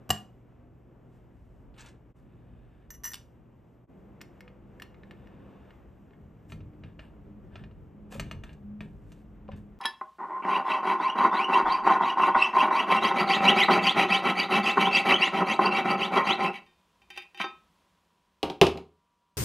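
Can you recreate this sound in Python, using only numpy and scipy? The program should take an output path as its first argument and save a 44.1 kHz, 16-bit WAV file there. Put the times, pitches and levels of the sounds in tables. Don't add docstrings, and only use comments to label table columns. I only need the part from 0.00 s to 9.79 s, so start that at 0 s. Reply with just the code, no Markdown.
import sys
import numpy as np
from scipy import signal
from scipy.fft import rfft, irfft, next_fast_len
from scipy.io import wavfile

SR = 44100
rng = np.random.default_rng(int(sys.argv[2]) if len(sys.argv) > 2 else 0)


def dump(signal):
    limited = np.clip(np.atleast_2d(signal).T, -1, 1)
    pcm = np.round(limited * 32767).astype(np.int16)
    wavfile.write(sys.argv[1], SR, pcm)


N = 431738

# (frequency [Hz], level [dB])
AIR_SPECTRUM = [(18, -39.5), (35, -0.5), (59, 2), (92, -5.5), (170, -5.5), (366, -13), (700, -22),
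                (1760, -37), (2900, -43), (4300, -57.5), (7500, -55), (10000, -59), (13500, -51.5),
                (15200, -59)]
# (frequency [Hz], correlation [0-1])
AIR_CORRELATION = [(30, 0.41), (120, 1), (250, 0.91), (500, 0.59), (1500, 0.9), (4000, 1), (12000, 0.9)]
AIR_CROSSOVERS = [75, 300, 1200, 4000]
# (time [s], level [dB])
AIR_DEEP_BASS = [(0, -67), (1.0, -66), (1.6, -57), (2.05, -64), (2.5, -57.5), (2.9, -61.5), (3.8, -68),
                 (5.0, -62.5), (5.9, -63.5), (6.25, -69.5), (7.3, -55.5), (8.0, -56.5), (8.3, -50),
                 (8.6, -57.5), (9.05, -53.5), (9.4, -60), (9.79, -61)]
# (level [dB], swell followed [dB per dB])
AIR_UPPER_BANDS = [(-62.5, 0.54), (-66.5, .9), (-77, 1.1), (-87.5, .3)]
# (time [s], level [dB])
AIR_SWELL = [(0, 3.5), (1.0, 0.5), (3.85, -0.5), (3.92, 4.5), (4.6, 5), (5.55, 8.5), (5.95, 2.5),
             (7.5, 3.5), (9.79, 1)]
# (time [s], level [dB])
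HUM_LEVEL = [(0, -58.5), (3.8, -63), (4.0, -64), (5.6, -66.5), (6.2, -76), (9.79, -71)]
# (start [s], end [s], frequency [Hz], level [dB])
FAINT_TONES = [(.55, 0.75, 687, -65.5), (4.0, 5.3, 344.6, -66.5), (4.3, 5.8, 499, -70),
               (5.301, 5.7, 1104, -72.5), (6.4, 9.79, 302, -63), (0, 3.7, 361, -74), (0, 4.8, 244, -71)]
FRAME_PITCHES = [752, 845, 946, 1100, 1192, 1500, 1643, 1810, 1900, 1970, 2872, 2905, 5097, 5917, 6519,
                 7450, 8500, 10350, 11190, 12070, 12800, 12873, 14050, 15490]
# (level when set down [dB], level under the screw [dB], free t60 [s])
FRAME_RESPONSE = [(-11, -44, 0.09), (-14.5, -34, 0.08), (-15, -34.5, 0.08), (-12.5, -17, 0.056),
                  (-7.5, -16, 0.049), (-14.5, -14.5, .06), (-14.5, -28, 0.076), (-15.5, -6.5, 0.058),
                  (-11, -14, 0.1), (-20, -13, .06), (-2, -10, 0.05), (-19.5, -24, .12), (-11.5, -28, .06),
                  (-13, 1, .11), (-20.5, -10.5, 0.051), (-12, -12.5, 0.077), (-18, -14, 0.04),
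                  (-20.5, -10, 0.084), (-30, -15, 0.18), (-25.5, -10, .08), (-24.5, -6.5, 0.14),
                  (-19.5, -9, 0.11), (-33, -40, .06), (-45.5, -20, .1)]
# (time [s], level [dB], desk thump [dB])
FRAME_HITS = [(0.0927, -28.5, -36), (0.1036, -11.5, -31), (0.1064, -13, -36)]
# (frequency [Hz], level [dB], t60 [s])
DESK_MODES = [(61.02, -12, 0.23), (107.5, -1.5, 0.21), (155.25, -1, 0.2), (207.4, -6, .4), (299, -19, .3),
              (393.5, -14.5, 0.13)]
# (peak time [s], level [dB], t60 [s])
HAND_PUSHES = [(6.2, -60, 1.8), (6.54, -43, 0.62), (6.849, -43, 0.12), (7.27, -48, 0.31), (7.62, -51, 0.55),
               (8.17, -37, 0.93), (8.34, -46.5, 0.39), (8.71, -55, .3), (8.821, -45, 0.61),
               (9.54, -39.5, 0.27)]
# (peak time [s], rise [s], hold [s], level [dB], treble [dB])
RUBS_AND_WASHES = [(.12, .01, 0.048, -60.5, -12.5), (1.148, 0.12, 0.019, -80.5, -2),
                   (1.399, .25, 0.22, -94, 5.5), (1.785, .05, 0.089, -58, -12.5),
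                   (2.17, 0.028, .02, -82, 0), (2.3, 0.14, .55, -77.5, -16), (3.135, .005, 0.023, -66, 4),
                   (5.201, .6, .5, -72, -22), (6.499, 0.024, 0.021, -67, 1), (6.845, .01, 0.048, -68, -23),
                   (6.99, 0.0058, 0.063, -64.5, -16), (7.549, 0.066, 0.068, -64, -20),
                   (8.123, 0.027, 0.019, -52.5, -2.5), (8.197, .005, 0.16, -65, -15),
                   (8.435, .005, .08, -63.5, -16), (8.814, .005, 0.029, -65, -11.5),
                   (8.899, .05, 0.21, -92, 4), (9.114, .12, 0.09, -76, -4),
                   (9.516, 0.024, 0.02, -61.5, -31), (9.562, 0.0087, 0.012, -85.5, 12)]
# (frequency [Hz], level [dB], t60 [s])
PLASTIC_MODES = [(980, -6.5, 0.017), (1770, 2, 0.013), (2849, 1.5, 0.0031), (3650, -6, 0.011)]
# (time [s], level [dB], treble [dB])
DRAG_CATCHES = [(1.741, -55, -13), (1.7793, -47, -4), (1.7844, -50, -8), (1.793, -49, 0.5),
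                (1.8068, -49.5, 5.5), (1.861, -46, -0.5), (1.8854, -53, 1.5)]
# (time [s], level [dB])
SCREW_HITS = [(2.9047, -41), (2.939, -54), (2.948, -53.5), (3.036, -41), (3.0421, -36.5), (3.052, -32),
              (3.066, -38.5), (3.078, -42), (3.09, -47.5), (3.105, -48), (3.117, -44)]
# (time [s], level [dB])
SCREW_BOUNCES = [(3.1347, -26), (3.1423, -27.5), (3.1547, -35)]
# (frequency [Hz], level [dB], t60 [s])
BOARD_MODES = [(1290, -35, 0.0295), (2010, -18, 0.026), (2460, -29, 0.011), (2980, 3.5, 0.012),
               (3517, 8.5, 0.0092), (5100, -0.5, 0.011), (5630, -2, 0.011), (7100, -7, 0.014),
               (8750, -1, 0.014), (12900, -16, .012)]
# (time [s], frequency [Hz])
DRONE_PITCH = [(3.9, 198.1), (5.8, 199.9), (6.4, 205.8), (8.5, 207.7), (8.62, 203.6), (8.78, 209.4),
               (9.79, 206.7)]
# (time [s], level [dB])
DRONE_LEVEL = [(3.9, -57), (4.3, -63.5), (4.9, -63), (5.45, -56.5), (5.95, -70.5), (6.5, -60), (7.05, -66),
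               (7.4, -51.5), (7.52, -62), (7.66, -53), (7.85, -59.5), (8.03, -53.5), (8.55, -63),
               (8.66, -44.5), (8.77, -43), (8.89, -64.5), (9.45, -55), (9.56, -53), (9.79, -56.5)]
# (time [s], level [dB], treble [dB])
BIT_TICKS = [(4.2081, -49, -22), (4.214, -38.5, -2.5), (4.4067, -44, -9.5), (4.4785, -46, -34),
             (4.7987, -44, -10.5), (4.8207, -33.5, -8), (4.9441, -53, -35), (5.0344, -49.5, -36),
             (5.11, -41.5, -17.5), (5.272, -55.5, -14), (5.7063, -50.5, -20), (6.108, -63, -27),
             (6.134, -60, -27)]
# (frequency [Hz], level [dB], t60 [s])
BIT_MODES = [(1250, -20, 0.032), (1540, -13.5, 0.031), (1760, -9.5, 0.023), (1820, 2, 0.03),
             (2150, 2.5, 0.021), (2504, 2.5, 0.01), (2810, 0.5, 0.013), (3250, -9, 0.035),
             (5115, -1, 0.019), (5740, -2, 0.018), (7020, -7, .014), (8340, -23, 0.031), (12500, -20, .012)]
# (time [s], level [dB], treble [dB], desk thump [dB])
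MODULE_CLICKS = [(6.4996, -49.5, -19, -49.5), (6.5209, -34.5, -11, -37.5), (6.6059, -50, -31, -42.5),
                 (6.7336, -62, -27, -53.5), (6.8369, -42, -34, -50), (6.993, -36, -47, -54),
                 (7.5563, -35, -42, -44.5), (7.6385, -43.5, -33, -43), (7.711, -55.5, -22, -51),
                 (8.125, -44, -8, -60), (8.143, -41, -5, -63), (8.163, -47, -10, -62),
                 (8.197, -24, -3, -36), (8.3124, -29.5, -9, -54), (8.4368, -36, -8.5, -52),
                 (8.493, -44, -37, -48.5), (8.5302, -56.5, 3, -60), (8.8065, -32.5, -17, -38),
                 (9.1193, -49.5, 1.5, -54), (9.4808, -52, -26, -43), (9.518, -43.5, -16, -50),
                 (9.579, -70.5, -12, -56)]
# (frequency [Hz], level [dB], t60 [s])
MODULE_MODES = [(674, -0.5, 0.031), (960, -9, .03), (1330, -1.5, 0.026), (1650, -8.5, 0.044),
                (1834, -0.5, 0.032), (2134, -5.5, 0.022), (2443, 6.5, 0.013), (2816, 6, 0.019),
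                (2960, -10, 0.015), (3420, -14, 0.015), (3754, -18, .012), (4430, 0.5, 0.0087),
                (5130, -7, .012), (6130, -3, 0.035), (7460, -10.5, .012), (12500, -20, .012)]
# (time [s], level [dB])
SLOT_KNOCKS = [(8.123, -36.5), (8.135, -50), (8.152, -40), (8.161, -40), (9.489, -34.5), (9.501, -49)]
# (frequency [Hz], level [dB], t60 [s])
SLOT_MODES = [(548, 5.5, 0.062), (753, -5, 0.044), (765, -27, 0.018), (1020, -4.5, 0.045),
              (1180, -18, 0.039)]
# (frequency [Hz], left minus right [dB])
MIC_BALANCE = [(60, 0), (150, 1), (380, -0.5), (700, 2), (1290, 2), (2400, 0)]
# (frequency [Hz], lead of left over right [rad])
MIC_PHASE = [(0, 0), (60, .25), (300, .3), (820, .8), (1210, -.5), (1900, -.1), (2900, .55), (5000, .5),
             (5900, -.55), (7300, -.3), (8400, -1.1), (9500, -3.0), (10700, -3.4), (12600, -5.6),
             (14500, -6.8), (15300, -8.3), (16000, -8.5)]
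# (time [s], half width [s])
LEVEL_DIPS = [(2.136, 0.029), (3.868, 0.029)]

TREBLE_HZ, TOP_HZ = 4000, 8300


def from_db(db):
    return 10 ** (np.asarray(db) / 20)


def unit_rms(x):
    return x / np.sqrt(np.mean(x ** 2) + 1e-20)


def in_time(curve):
    return np.interp(np.arange(N) / SR, *np.transpose(curve))


def at_hz(curve, hz):
    points_hz, values = np.transpose(curve)
    return np.interp(np.log(hz + 1), np.log(points_hz), values)


def band(x, low_hz, high_hz):
    return signal.sosfilt(signal.butter(3, [low_hz, high_hz], "band", fs=SR, output="sos"), x)


def pass_filter(x, kind, hz):
    return signal.sosfilt(signal.butter(4, hz, kind, fs=SR, output="sos"), x)


def ring(force, hz, t60):
    r, w = from_db(-60 / (t60 * SR)), 2 * np.pi * hz / SR
    return signal.lfilter([0, np.sin(w)], [1, -2 * r * np.cos(w), r * r], force + 1e-18)


def decay(clicks, t60):
    return signal.lfilter([1], [1, -from_db(-60 / (t60 * SR))], clicks + 1e-18)


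def train(times, db):
    out = np.zeros(N)
    np.add.at(out, np.round(times * SR).astype(int), from_db(db))
    return out


def drift(rate_hz):
    hop, settle = 64, 2000
    r = np.exp(-2 * np.pi * hop * rate_hz / SR)
    noise = rng.standard_normal(N // hop + settle + 2)
    slow = signal.lfilter([1], [1, -2 * r, r * r], noise)[settle:]
    return np.interp(np.arange(N) / hop, np.arange(len(slow)), unit_rms(slow))


def stroke(peak_s, rise_s, hold_s, t60):
    t = np.arange(N) / SR - peak_s
    return np.clip(1 + t / rise_s, 0, 1) ** 2 * from_db(-60 * np.clip(t - hold_s, 0, 2) / t60)


def crack(times, db, treble_db, t60, top_db):
    noise = rng.standard_normal(N)
    body = noise * decay(train(times, db), t60)
    edge = noise * decay(train(times, db + treble_db), t60)
    top = from_db(top_db) * band(edge, TOP_HZ, 19000)
    return band(body, 800, TREBLE_HZ) + band(edge, TREBLE_HZ, TOP_HZ) + top


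def blows(times, db, treble_db, modes, ring_db, contact_t60, crack_db, crack_t60, top_db):
    scatter_db = rng.normal(0, 2, (len(times), len(modes)))
    noise = rng.standard_normal((2, N))
    low, high = np.zeros((2, N))
    for k, (hz, mode_db, t60) in enumerate(modes):
        is_treble = hz > TREBLE_HZ
        tap = train(times, db + ring_db + mode_db + treble_db * is_treble + scatter_db[:, k])
        scrape = noise[k % 2] * decay(tap, contact_t60) / np.sqrt(contact_t60 * SR / 14)
        ringing = ring(.9 * tap + .6 * scrape, hz, t60)
        if is_treble:
            high += ringing
        else:
            low += ringing
    soft = band(low, 330, 3100)
    return soft + high + crack(times, db + crack_db, treble_db, crack_t60, top_db)


def room_air():
    size = next_fast_len(N)
    hz = np.arange(size // 2 + 1) * SR / size
    mid, side = rfft(rng.standard_normal((2, size))) * from_db(at_hz(AIR_SPECTRUM, hz))
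    alike = at_hz(AIR_CORRELATION, hz)
    pair = np.sqrt(1 + alike) * mid + np.sqrt(1 - alike) * side * [[1], [-1]]
    below = [1 / (1 + (hz / edge) ** 4) for edge in AIR_CROSSOVERS]
    power_shares = np.diff(below, axis=0, prepend=0, append=1)
    bands = [unit_rms(irfft(pair * np.sqrt(share), size)[:, :N]) for share in power_shares]
    levels = [in_time(AIR_DEEP_BASS)]
    levels += [db + follow * in_time(AIR_SWELL) for db, follow in AIR_UPPER_BANDS]
    flicker_db = 1.4
    return sum(from_db(db + flicker_db * drift(rate_hz=2.8)) * part for db, part in zip(levels, bands))


def hum_and_whine():
    hum_hz = 120
    hum = np.sqrt(2) * np.sin(2 * np.pi * hum_hz * np.arange(N) / SR)
    whine = unit_rms(ring(rng.standard_normal(N), hz=1150, t60=0.86))
    return from_db(in_time(HUM_LEVEL)) * hum + from_db(-88.5) * whine


def faint_tones():
    t, noise = np.arange(N) / SR, rng.standard_normal(N)
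    out = np.zeros(N)
    for start, end, hz, db in FAINT_TONES:
        fade = np.clip(np.minimum(t - start, end - t) / .1, 0, 1)
        out += from_db(db) * fade * unit_rms(ring(noise, hz, t60=0.67))
    return out


def frame_set_down():
    mode_db, _, free_t60 = np.transpose(FRAME_RESPONSE)
    held_modes = list(zip(FRAME_PITCHES, mode_db, 0.5 * free_t60))
    times, db, _ = np.transpose(FRAME_HITS)
    return blows(times, db, 0, held_modes,
                 ring_db=-5.5, contact_t60=0.019, crack_db=-8.5, crack_t60=0.019, top_db=-4.5)


def desk():
    times, thump_db = np.transpose([(hit[0], hit[-1]) for hit in FRAME_HITS + MODULE_CLICKS])
    scatter_db = rng.normal(0, 3, (len(times), len(DESK_MODES)))
    shake = rng.standard_normal(N)
    lag_s, rise_s = .004, 0.041
    thumps, rumble = np.zeros((2, N))
    for k, (hz, db, t60) in enumerate(DESK_MODES):
        thumps += ring(train(times + lag_s, thump_db + db + scatter_db[:, k]), hz, t60)
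        rumble += from_db(db) * unit_rms(ring(shake, hz, 0.36 * t60))
    resting = from_db(-56) * stroke(peak_s=6.18, rise_s=rise_s, hold_s=N / SR, t60=1)
    pushing = sum(from_db(db) * stroke(at, rise_s, 0, t60) for at, db, t60 in HAND_PUSHES)
    return thumps + (resting + pushing) * unit_rms(rumble)


def rubs_and_washes():
    noise = rng.standard_normal(N)
    grain_db = 2.4 * rng.exponential(1, N // 64 + 1).clip(0, 3)
    grains = noise * from_db(grain_db).repeat(64)[:N]
    plastic = sum(from_db(db) * unit_rms(ring(grains, hz, t60)) for hz, db, t60 in PLASTIC_MODES)
    low = unit_rms(band(grains + .8 * unit_rms(plastic), 550, TREBLE_HZ))
    high = unit_rms(band(grains, TREBLE_HZ, TOP_HZ) + from_db(2) * band(grains, TOP_HZ, 12000))
    return sum(from_db(db) * stroke(at, rise, hold, t60=0.22) * (low + from_db(treble_db) * high)
               for at, rise, hold, db, treble_db in RUBS_AND_WASHES)


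def room_tail(x):
    t = np.arange(round(SR / 2)) / SR
    bright_t60, low_t60, wall_cut_hz = 0.25, 0.33, 8000
    noise = rng.standard_normal((2, 3, len(t))) * np.clip(t / .008, 0, 1)
    bright = noise[0] * from_db(-60 * t / bright_t60)
    low = from_db(-6.5) * band(noise[1], 410, 1400) * from_db(-60 * t / low_t60)
    tails = bright + low
    pair = (tails[0] + 0.36 * tails[1:]) / np.sqrt(np.sum(bright[0] ** 2))
    dulled = signal.lfilter(*signal.butter(1, wall_cut_hz, fs=SR), pair)
    return signal.fftconvolve(x[None], dulled, axes=1)[:, :N]


def dragged_part():
    times, db, treble_db = np.transpose(DRAG_CATCHES)
    return blows(times, db, treble_db, modes=[],
                 ring_db=0, contact_t60=1, crack_db=-2.5, crack_t60=0.088, top_db=-29)


def dropped_screw():
    _, mode_db, t60 = np.transpose(FRAME_RESPONSE)
    times, db = np.transpose(SCREW_HITS)
    rattle = blows(times, db, 0, list(zip(FRAME_PITCHES, mode_db, t60)),
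                   ring_db=-1.5, contact_t60=0.067, crack_db=-17.5, crack_t60=0.049, top_db=15)
    times, db = np.transpose(SCREW_BOUNCES)
    bounces = blows(times, db, 0, BOARD_MODES,
                    ring_db=-10, contact_t60=0.015, crack_db=-11.5, crack_t60=0.028, top_db=0)
    return pass_filter(rattle + bounces, "high", hz=930)


def drone():
    waver_hz, waver_db, fade_s = 1.51, 1.0, 0.076
    hz = in_time(DRONE_PITCH) + waver_hz * drift(rate_hz=5.025)
    db = in_time(DRONE_LEVEL) + waver_db * drift(rate_hz=6.9)
    fade_in = np.clip((np.arange(N) / SR - DRONE_LEVEL[0][0]) / fade_s, 0, 1)
    return fade_in * np.sqrt(2) * from_db(db) * np.sin(2 * np.pi * np.cumsum(hz) / SR)


def screwdriver():
    times, db, treble_db = np.transpose(BIT_TICKS)
    ticks = blows(times, db, treble_db, BIT_MODES,
                  ring_db=-5.5, contact_t60=0.017, crack_db=-3.5, crack_t60=0.035, top_db=-0.5)
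    return pass_filter(ticks, "high", hz=930)


def memory_module():
    times, db, treble_db, _ = np.transpose(MODULE_CLICKS)
    snaps = blows(times, db, treble_db, MODULE_MODES,
                  ring_db=-11.5, contact_t60=0.063, crack_db=-7, crack_t60=0.062, top_db=-9.5)
    times, db = np.transpose(SLOT_KNOCKS)
    knocks = blows(times, db, treble_db=-19, modes=SLOT_MODES,
                   ring_db=-5.5, contact_t60=0.022, crack_db=-24, crack_t60=0.029, top_db=-4)
    return snaps + knocks


def scene():
    work = frame_set_down() + dropped_screw() + screwdriver() + memory_module()
    work += dragged_part() + rubs_and_washes()
    foreground = work + from_db(-10) * room_tail(work) + desk()
    return foreground + drone() + faint_tones() + room_air() + hum_and_whine()


def record(dry):
    size = next_fast_len(N + 4096)
    hz = np.arange(size // 2 + 1) * SR / size
    lead = np.interp(hz, *np.transpose(MIC_PHASE))
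    left = from_db(at_hz(MIC_BALANCE, hz) / 2) * np.exp(.5j * lead)
    out = irfft(rfft(dry, size) * [left, 1 / left], size)[:, :N]
    out = pass_filter(out, "high", hz=33)
    out = pass_filter(out, "low", hz=14900)
    t = np.arange(N) / SR
    for at, half_width in LEVEL_DIPS:
        out *= np.clip(np.abs(t - at) / half_width, .03, 1)
    stopband_hz = 16400
    return signal.sosfilt(signal.cheby2(12, 70, stopband_hz, fs=SR, output="sos"), out)


dry = scene()
out = record(dry)
dump(out)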